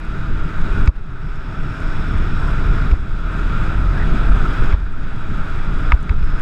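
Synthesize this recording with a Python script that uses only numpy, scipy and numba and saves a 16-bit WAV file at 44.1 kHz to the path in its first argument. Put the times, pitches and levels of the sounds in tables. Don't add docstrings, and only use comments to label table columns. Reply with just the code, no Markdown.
import sys
import numpy as np
from scipy import signal
from scipy.fft import rfft, irfft, next_fast_len
from scipy.io import wavfile
from scipy.ndimage import uniform_filter1d
from numba import njit

SR = 44100
rng = np.random.default_rng(int(sys.argv[2]) if len(sys.argv) > 2 else 0)


def to_wav(sig):
    pcm = np.clip(np.atleast_2d(sig), -1, 1) * 32767
    pcm = np.round(pcm).astype(np.int16)
    wavfile.write(sys.argv[1], SR, pcm.T)


N = 282681
TIME_S = np.arange(N) / SR


def undb(db):
    return 10 ** (np.asarray(db) / 20)


def unit(x):
    return x / np.sqrt(np.mean(x ** 2))


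def curves(table):
    time_s, *columns = np.transpose(table)
    return [np.interp(TIME_S, time_s, column) for column in columns]


def walk(rate_hz):
    hold = int(SR / rate_hz)
    steps = np.repeat(rng.standard_normal(N // hold + 1), hold)
    return unit(uniform_filter1d(uniform_filter1d(steps, hold), hold)[:N])


def band(x, lo_hz, hi_hz):
    return signal.sosfilt(signal.butter(2, [lo_hz, hi_hz], "bandpass", fs=SR, output="sos"), x)


def steep_band(x, lo_hz, hi_hz):
    return band(band(x, lo_hz, hi_hz), lo_hz, hi_hz)


def burst(since_s, decay_s):
    envelope = (since_s >= 0) * np.exp(-np.maximum(since_s, 0) / decay_s)
    return rng.standard_normal(len(since_s)) * envelope


# time in seconds, hiss in dB, rumble in dB, deep buffeting in dB.
GUSTS = [(0, -37.5, -34, -29), (.1, -35.5, -28.5, -15.5), (.3, -34.5, -28.5, -18), (.55, -33, -28.5, -17),
         (.8, -30, -21, -10.5), (.87, -32.5, -24.5, -16), (.905, -38, -27, -18), (.94, -35, -31, -22),
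         (.965, -27.5, -23, -5), (1.0, -31.5, -23, -14.5), (1.3, -30, -25, -11), (1.65, -31, -24.5, -14.5),
         (1.85, -31.5, -28, -14), (2.1, -31.5, -25, -9.5), (2.5, -30.5, -25.5, -13),
         (2.85, -30.5, -23.5, -11.5), (3.1, -33, -27, -13.5), (3.35, -31.5, -26, -17.5),
         (3.7, -30, -24.5, -13), (3.85, -32, -26.5, -13.5), (4.15, -29, -22, -12.5), (4.65, -28, -23, -12),
         (4.8, -32, -25.5, -9), (5.1, -32.5, -27.5, -17), (5.4, -33, -28.5, -12.5),
         (5.85, -32, -27.5, -15.5), (5.97, -30.5, -24.5, -8.5), (6.15, -30.5, -23.5, -9),
         (6.41, -31, -26, -10)]
# frequency in Hz, relative density in dB per Hz.
WIND_COLOUR = [(10, 7), (40, -7), (70, -15), (150, -19), (260, -28.5), (520, -40.5), (1050, -42.5),
               (2100, -45.5), (3000, -51), (4300, -61.5), (6000, -66.5), (9000, -74), (13500, -82),
               (15300, -103)]
# frequency in Hz, width in Hz, lift in dB.
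HOUSING_MODES = [(403, 69, 4.5), (644, 46, 5), (903, 45, 4.5), (1256, 76, 5), (1366, 98, 4.5),
                 (1425, 530, 9.5), (1504, 106, 3.5), (2465, 300, 4.5), (3400, 153, 8), (3804, 335, 7.5),
                 (4990, 740, 6), (6750, 340, 4.5), (7950, 780, 5)]
SURGE_DB, SURGES_PER_S, RUMBLE_SHARE = 2, 8.5, 0.26


def wind():
    size = next_fast_len(N)
    hz = np.maximum(np.arange(size // 2 + 1) * SR / size, 1.)
    colour_hz, colour_db = np.transpose(WIND_COLOUR)
    db = np.interp(np.log(hz), np.log(colour_hz), colour_db)
    for mode_hz, width_hz, lift_db in HOUSING_MODES:
        db = db + lift_db * np.exp(-2 * ((hz - mode_hz) / width_hz) ** 2)
    noise = rfft(rng.standard_normal(size)) * undb(db) * np.minimum(hz / 8, 1)

    puff, crackle, buffet = walk(24), walk(120), walk(32)
    groups = np.zeros((3, N))
    for k in range(33):
        centre_hz = 10 * 2 ** (k / 3)
        window = np.cos(np.pi / 2 * np.clip(3 * np.log2(hz / centre_hz), -1, 1)) ** 2
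        treble = np.clip(np.log2(centre_hz / 500) / 4, 0, 1)
        bass = np.clip(np.log2(700 / centre_hz) / 2, 0, 1)
        flicker_db = 0.2 * puff + 0.44 * treble * crackle + 1.73 * bass * buffet + 0.78 * walk(14)
        group = int(centre_hz > 90) + int(centre_hz > 500)
        groups[group] += irfft(noise * window, size)[:N] * undb(flicker_db)

    hiss_db, rumble_db, buffet_db = curves(GUSTS)
    surge_db = SURGE_DB * walk(SURGES_PER_S)
    levels_db = buffet_db + surge_db, rumble_db + RUMBLE_SHARE * surge_db, hiss_db
    return sum(unit(group) * undb(level_db) for group, level_db in zip(groups, levels_db))


# time in seconds, pitch in Hz, level in dB.
EDDY_THROB = [(0, 40.1, -25.5), (1.7, 27.66, -25), (2.1, 31.06, -22.5), (2.9, 35.73, -20),
              (3.4, 39.32, -20), (4.2, 42.1, -18), (4.5, 42, -28), (6.41, 40.43, -34.5)]


def eddies():
    hz, db = curves(EDDY_THROB)
    phase = 2 * np.pi * np.cumsum(hz * (1 + 0.0798 * walk(9.5))) / SR
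    throb = np.sin(phase) - 0.26 * np.cos(2 * phase)
    return np.sqrt(2) * undb(db + 3.2 * walk(26)) * throb


WHINE_HZ, WHINE_WIDTH_HZ, WHINE_DRIFT, WHINE_UNDER_HISS_DB = 1375, 37, .02, 12


def whine():
    slow = signal.butter(2, WHINE_WIDTH_HZ / 2, fs=SR, output="sos")
    a, b = signal.sosfilt(slow, rng.standard_normal((2, N)))
    phase = 2 * np.pi * np.cumsum(WHINE_HZ * (1 + WHINE_DRIFT * walk(7.5))) / SR
    hiss_db = curves(GUSTS)[0]
    db = hiss_db - WHINE_UNDER_HISS_DB + 2.16 * walk(6.5)
    return undb(db) * unit(a * np.cos(phase) + b * np.sin(phase))


# middle in seconds, length in seconds, frequency in Hz, width in Hz, level in dB.
EDGE_WHISTLES = [(0.773, 0.095, 1380, 140, -30.5), (1.99, 2.7, 5360, 201, -60), (4.15, 1.03, 666, 260, -43),
                 (2.454, .12, 1000, 200, -38.5), (3.979, 0.056, 1650, 120, -32.5),
                 (4.012, 0.055, 1835, 221, -31.5), (4.409, 0.023, 1378, 120, -23),
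                 (4.454, 0.033, 1360, 120, -24), (6.299, 0.27, 5200, 250, -56)]


def whistles():
    air = rng.standard_normal(N)
    out = np.zeros(N)
    for middle_s, length_s, hz, width_hz, db in EDGE_WHISTLES:
        fade = np.exp(-2 * ((TIME_S - middle_s) / (length_s / 2)) ** 4)
        out += undb(db) * fade * unit(band(air, hz - width_hz / 2, hz + width_hz / 2))
    return out


# start in seconds, knock in dB, knock brightness in dB per octave, rebound in dB,
# jolt in dB, jolt frequency in Hz, jolt peak in ms after the knock, jolt spread in ms.
ROAD_BUMPS = [(0.875, -15, 13, -13.5, 12.5, 47.5, 15.2, 5.2), (2.9136, -26, 12, -16, 5, 45, 18, 7),
              (4.725, -19, 8.5, -10, 8, 43.3, 17.5, 3.7), (5.92, -4, 3, -16, 7.5, 46.2, 22.2, 7.5),
              (6.0937, -11.5, 11, -24, 2, 50.3, 16.5, 5.5)]
# frequency in Hz, relative level in dB, decay by 60 dB in seconds.
MOUNT_MODES = [(975, -5.5, 0.033), (1245, 4.5, 0.013), (1467, -0.5, 0.011), (2010, -2.5, 0.01),
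               (2222, -3, 0.013), (2580, -13.5, 0.021), (3840, -27, .012), (4950, -30.5, 0.011),
               (6660, -40, 0.0055)]


def mount_ring(t, tilt_db):
    ring = np.zeros(len(t))
    for hz, db, t60_s in MOUNT_MODES:
        tone = np.sin(2 * np.pi * hz * t * rng.uniform(0.97, 1.03))
        ring += undb(db + tilt_db * np.log2(hz / 2000)) * tone * np.exp(-np.log(1000) * t / t60_s)
    ring *= 1 - np.exp(-t / 0.0013)
    return ring / np.abs(ring).max()


def camera_rebound(late_s):
    thud = burst(late_s, 0.0067)
    body = 3 * steep_band(thud, 120, 1200) + 0.23 * steep_band(thud, 500, 4500)
    click = 0.17 * steep_band(burst(late_s, 0.002), 1500, 5000)
    rattle = 1.26 * steep_band(burst(late_s, 0.015), 880, 1350)
    return body + click + rattle


def bumps():
    out, t = np.zeros(N), TIME_S[:int(.12 * SR)]
    for s, knock_db, tilt_db, rebound_db, jolt_db, jolt_hz, swell_ms, spread_ms in ROAD_BUMPS:
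        crack = 0.71 * steep_band(burst(t, 0.0027), 630, 2770)
        snap = undb(1.8 * tilt_db - 34) * steep_band(burst(t, 0.0017), 2200, 6000)
        knock = mount_ring(t, tilt_db) + crack + snap
        swell = np.exp(-.5 * ((1000 * t - swell_ms) / spread_ms) ** 2)
        jolt = -np.sin(2 * np.pi * jolt_hz * t) * swell
        rebound = camera_rebound(t - swell_ms / 1000)
        i = int(s * SR)
        out[i:i + len(t)] += undb(knock_db) * knock + undb(rebound_db) * rebound + undb(jolt_db) * jolt
    return out


# start in seconds, burst level before the bandpass in dB.
LISTED_TICKS = [(.1087, -54), (.5621, -47), (.8589, -40), (1.8033, -44), (2.4758, -41), (4.5047, -46),
                (5.16, -47), (5.783, -47), (6.0057, -43), (6.3938, -42), (1.3583, -41), (2.182, -41),
                (4.6392, -41.5), (6.028, -35), (6.2383, -43)]
GRIT_PER_S, GRIT_DB, GRIT_SCATTER_DB = 30, -57.5, 12.5


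def ticks():
    out, t = np.zeros(N), TIME_S[:int(.01 * SR)]
    chance = rng.random((int(GRIT_PER_S * N / SR), 2))
    patter = [(place * (TIME_S[-1] - .02), GRIT_DB + GRIT_SCATTER_DB * u ** 2) for place, u in chance]
    for s, db in list(LISTED_TICKS) + patter:
        i = int(s * SR)
        out[i:i + len(t)] += undb(db) * burst(t, 0.0026)
    return steep_band(out, 5000, 10700)


# time in seconds, firing rate in Hz, firing tone in dB, its octave in dB.
ENGINE_HUM = [(0, 157.6, -36, -45), (.8, 154, -38, -43), (1.4, 147.3, -49, -40.5), (2.1, 148.2, -33, -41),
              (2.82, 151.8, -34.5, -40.5), (3.1, 155.1, -35.5, -43.5), (3.7, 158.5, -36, -39.5),
              (4.2, 160, -34, -41), (4.66, 157.2, -61, -41.5), (5.3, 152.4, -53, -47.5),
              (6, 146.9, -33, -44.5), (6.41, 147.1, -40, -40)]


def engine():
    hz, tone_db, octave_db = curves(ENGINE_HUM)
    phase = 2 * np.pi * np.cumsum(hz * (1 + 0.004 * walk(12))) / SR
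    tone = undb(tone_db + 1.9 * walk(14)) * np.sin(phase)
    octave = undb(octave_db + 1.14 * walk(11)) * np.sin(2 * phase)
    return np.sqrt(2) * (tone + octave)


def membrane(x, limit=1.1):
    return limit * np.tanh(x / limit)


def scene():
    throb = membrane(wind() + whine() + eddies())
    return (throb + whistles() + engine() + bumps() + ticks())[None]


@njit
def gain_control(x, top, attack, hold, release, ahead):
    y, peak, wait = np.empty(len(x)), top, 0.
    for i in range(len(x)):
        coming = max(abs(x[i]), abs(x[min(i + ahead, len(x) - 1)]))
        if coming > peak:
            peak += (coming - peak) * attack
            wait = hold
        elif wait > 0:
            wait -= 1
        else:
            peak = max(top, peak * release)
        y[i] = x[i] * top / peak
    return y


GAIN_TOP, ATTACK_S, AHEAD_S = .93, .0012, .003
HOLD_S, RELEASE_DB_PER_S = 0.11, 14
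TOP_HZ = 15300


def record(dry):
    release = float(undb(-RELEASE_DB_PER_S / SR))
    held = gain_control(dry[0], GAIN_TOP, 1 / (ATTACK_S * SR), HOLD_S * SR, release, int(AHEAD_S * SR))
    rounded = held / (1 + held ** 20) ** (1 / 20)
    return signal.sosfilt(signal.ellip(10, .2, 90, TOP_HZ, fs=SR, output="sos"), rounded)[None]


dry = scene()
out = record(dry)
to_wav(out)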